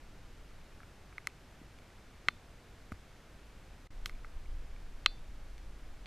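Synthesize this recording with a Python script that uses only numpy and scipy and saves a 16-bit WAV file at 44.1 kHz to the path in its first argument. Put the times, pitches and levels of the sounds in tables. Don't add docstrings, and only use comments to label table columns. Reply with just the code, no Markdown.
import sys
import numpy as np
from scipy import signal
from scipy.fft import rfft, irfft
from scipy.io import wavfile
from scipy.ndimage import uniform_filter1d

SR = 44100
rng = np.random.default_rng(int(sys.argv[2]) if len(sys.argv) > 2 else 0)


def materialize(psi):
    bounded = np.clip(np.atleast_2d(psi).T, -1, 1)
    quanta = np.round(bounded * 32767).astype(np.int16)
    wavfile.write(sys.argv[1], SR, quanta)


N = 267554
TIME = np.arange(N) / SR

# (frequency [Hz], relative level [dB per Hz])
AIR_COLOUR = [(53, -5), (90, -0.5), (212, -8), (305, -9), (394, -11.5), (420, -11.5), (851, -15),
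              (1030, -17), (1480, -16.5), (2000, -19), (2230, -19), (2700, -21.5), (6230, -29),
              (13500, -39), (15000, -48.5)]
# (frequency [Hz], side level minus mid level [dB])
AIR_WIDTH = [(60, -59), (200, -33.5), (400, -23), (1200, -20), (2300, -16.5), (4300, -10), (8000, -7),
             (14000, -21.5)]
AIR_DB = -58

# (time [s], level [dB])
WIND_STRENGTH = [(0.0, -52.5), (0.45, -50), (1.0, -59.5), (3.4, -57), (3.9, -51), (3.99, -37.5),
                 (4.25, -45), (4.52, -37), (4.75, -43), (6.07, -45.5)]
# (frequency [Hz], relative level [dB per Hz])
WIND_COLOUR = [(10, -2.5), (18, -2.5), (32, -6), (46, -11), (65, -16), (90, -26), (200, -54)]
# (frequency [Hz], relative level [dB per Hz])
RUMBLE_COLOUR = [(15, -14), (30, -9), (50, 12), (80, -6.5), (130, -15.5), (300, -38), (1500, -88)]

# (time [s], level [dB], pitch [Hz], time to fall 60 dB [s])
THUMPS = [(1.13, -48, 97, 0.13), (1.615, -39.5, 268, 0.018), (2.2855, -23.5, 160, 0.0067),
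          (2.918, -34.5, 224, 0.031), (2.9195, -38, 660, 0.016), (2.9215, -34, 83, 0.082)]
# (pitch [Hz], relative level [dB], time to fall 60 dB [s])
METAL_TONES = [(1518, -22, .45), (2514, -9, .13), (3553, -10, .41), (4027, -5, .18), (4199, 0, .13),
               (4538, -7, .27), (4737, -21, .21), (5259, -29, .4)]
# (time [s], level [dB], time to fall 60 dB [s])
FIZZES = [(2.923, -55, 0.036), (4.0594, -47.5, 0.11)]

# (time [s], relative force [dB], centre pitch [Hz], fall-off [dB per octave], extra tock [dB])
DROPS = [(0.803, -59.5, 1600, 10, -1), (0.8316, -58.5, 1850, 10, 0), (1.1264, -59, 1850, 11, 0),
         (1.1811, -43.5, 2550, 13.5, 9), (1.2711, -30.5, 4080, 10.5, 9), (1.7869, -53, 3150, 15, 2),
         (2.2847, -12, 2670, 21, -2.5), (2.9198, -48.5, 1730, 7.5, -1), (4.0587, -27, 3700, 15, -1),
         (4.095, -46, 2900, 11.5, 4.5), (4.2459, -51, 1770, 12, 0.5), (4.7627, -59, 2450, 16, 4),
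         (5.0606, -6, 3010, 23, -7.5), (5.5797, -51, 3800, 16, 2), (6.058, -38.5, 2856, 24, -3)]
# (middle pitch [Hz], level [dB])
CASE_RESPONSE = [(1300, 8.5), (2084, 0), (3400, -8.5), (6200, -4), (10600, -1)]
# (pitch [Hz], relative level [dB], time to fall 60 dB [s], polarity at the microphone [+1 or -1])
KNOCK = [(560, -11, .004, 1), (770, -16, .008, -1), (1215, 0, .0095, 1), (1480, -2, .0075, -1)]
TOCK = [(2094, 18, 0.0058, 1)]
CLACK = [(2630, 4.5, 0.0088, -1), (3176, 12.3, 0.0048, 1), (3930, 4.7, 0.0046, -1), (4170, 8.9, 0.0067, -1)]
TICK = [(5320, 9.2, 0.0043, 1), (5890, 0.5, 0.0058, -1), (6600, 4, 0.0042, 1), (7660, 5.1, 0.0035, -1)]

DIP_START_S, DIP_END_S, DIP_DB = 3.874, 3.905, -20
CUTOFF_HZ = 15000


def from_db(db):
    return 10 ** (np.asarray(db) / 20)


def in_time(rows):
    return np.interp(TIME, *np.transpose(rows))


def at_hz(points, hz):
    knots, values = np.transpose(points)
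    return np.interp(np.log(np.maximum(hz, 1)), np.log(knots), values)


def coloured_noise(colour, shade_colour=None):
    hz = np.arange(N // 2 + 1) * SR / N
    shaped = rfft(rng.standard_normal(N)) * from_db(at_hz(colour, hz))
    shade = 1 if shade_colour is None else from_db(at_hz(shade_colour, hz))
    return irfft(shaped * shade, N) / np.std(irfft(shaped, N))


def low_pass(x, hz, order=2):
    sections = signal.butter(order, min(hz, .45 * SR), fs=SR, output="sos")
    return signal.sosfilt(sections, x)


def band_pass(x, low_hz, high_hz, order=2):
    band = [low_hz, min(high_hz, .45 * SR)]
    return signal.sosfilt(signal.butter(order, band, "band", fs=SR, output="sos"), x)


def unit_hit(x):
    return x / np.sqrt(np.sum(x ** 2) / (SR / 200))


def burst(t60):
    t = TIME[:int(1 / 10 * SR)]
    return rng.standard_normal(len(t)) * from_db(-60 * t / t60)


def struck(tones, seconds):
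    t = TIME[:int(seconds * SR)]
    return sum(from_db(db - 60 * t / t60) * np.sin(2 * np.pi * hz * t) for hz, db, t60 in tones)


def add(out, s, sound):
    at = int(np.clip(round(s * SR), 0, N - 1))
    out[at:at + len(sound)] += sound[:N - at]


def case_ring(family, detune, pitch=1):
    t = TIME[:int(1 / 10 * SR)]
    ring = 0
    for hz, db, t60, polarity in family:
        off_pitch, off_db = rng.standard_normal(2)
        tone_hz = hz * pitch * (1 + detune * off_pitch)
        swell = t / t60 * from_db(db + off_db - 60 * t / t60)
        ring = ring + np.sign(polarity) * swell * np.sin(2 * np.pi * tone_hz * t)
    return unit_hit(ring)


def drive(force_db, centre_hz, fall_db, tock_db):
    hz, response_db = np.transpose(CASE_RESPONSE)
    octaves_away = np.abs(np.log2(hz / centre_hz))
    return force_db + response_db - fall_db * octaves_away + [0, tock_db, 0, 0, 0]


def air():
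    mid = coloured_noise(AIR_COLOUR)
    side = coloured_noise(AIR_COLOUR, AIR_WIDTH)
    return from_db(AIR_DB) * (mid + side * np.array([[1], [-1]]))


def wind(gust_db=-1, rumble_db=-63):
    eddies = coloured_noise(WIND_COLOUR, [(3, -25), (10, 0.5), (300, -5), (1500, -40)])
    eddies = eddies / np.sqrt(uniform_filter1d(eddies ** 2, size=SR // 5))
    gusts = from_db(in_time(WIND_STRENGTH) + gust_db) * eddies
    rumble = from_db(rumble_db) * coloured_noise(RUMBLE_COLOUR)
    return gusts + rumble


def patter(count=56, loudest_db=-56, range_db=15, thinning_db_per_s=.7, pitch=1.06):
    out = np.zeros(N)
    for when, size, place in rng.random((count, 3)):
        s = when * N / SR
        family = KNOCK if place < 1 / 3 else TOCK
        db = loudest_db - range_db * np.sqrt(size) - thinning_db_per_s * s
        add(out, s, from_db(db) * case_ring(family, detune=.1, pitch=pitch))
    return out


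def thumps(soft_hz=600):
    out = np.zeros(N)
    for s, db, hz, t60 in THUMPS:
        thump = struck([(hz, db, t60)], seconds=1 / 5)
        add(out, s, low_pass(thump, soft_hz))
    return out


def metal(level_db=-43, steepness=0.98, dulling_db=1.0):
    out = np.zeros(N)
    clacks = [(s, drive(*blow)[2]) for s, *blow in DROPS]
    hardest_db = max(db for s, db in clacks)
    for s, clack_db in clacks:
        softer_db = hardest_db - clack_db
        tones = []
        for hz, db, t60 in METAL_TONES:
            loss_per_db = steepness + dulling_db * (hz > 3800)
            tones.append((hz, db - softer_db * loss_per_db, t60))
        add(out, s, struck(tones, seconds=.5))
    return from_db(level_db) * out


def fizzes(low_hz=2000, high_hz=8000):
    out = np.zeros(N)
    for s, db, t60 in FIZZES:
        fizz = band_pass(burst(t60), low_hz, high_hz, order=1)
        add(out, s, from_db(db) * fizz)
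    return out


def drops(level_db=-1, small_db=-52, small_rise=0.087, snap_t60=0.0086,
          snap_low_hz=9000, snap_high_hz=12600, spray_db=-37, spray_t60=0.19):
    out = np.zeros(N)
    for s, *blow in DROPS:
        *strengths_db, snap_db = drive(*blow)
        pitch = 1 + small_rise * (max(strengths_db) < small_db)
        hit = 0
        for family, db in zip((KNOCK, TOCK, CLACK, TICK), strengths_db):
            hit = hit + from_db(db) * case_ring(family, detune=.008, pitch=pitch)
        snap = band_pass(burst(snap_t60), snap_low_hz, snap_high_hz, order=3)
        hit = hit + from_db(snap_db) * unit_hit(snap)
        spray = burst(spray_t60)
        spray = spray / np.linalg.norm(spray)
        add(out, s, hit)
        add(out, s, from_db(spray_db) * signal.fftconvolve(hit, spray))
    return from_db(level_db) * out


def scene():
    return air() + wind() + patter() + thumps() + metal() + fizzes() + drops()


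def record(dry):
    dip = from_db(DIP_DB * ((TIME > DIP_START_S) & (TIME < DIP_END_S)))
    smooth_dip = uniform_filter1d(dip, size=64)
    top_cut = signal.ellip(10, .1, 80, CUTOFF_HZ, fs=SR, output="sos")
    return signal.sosfilt(top_cut, dry * smooth_dip)


dry = scene()
out = record(dry)
materialize(out)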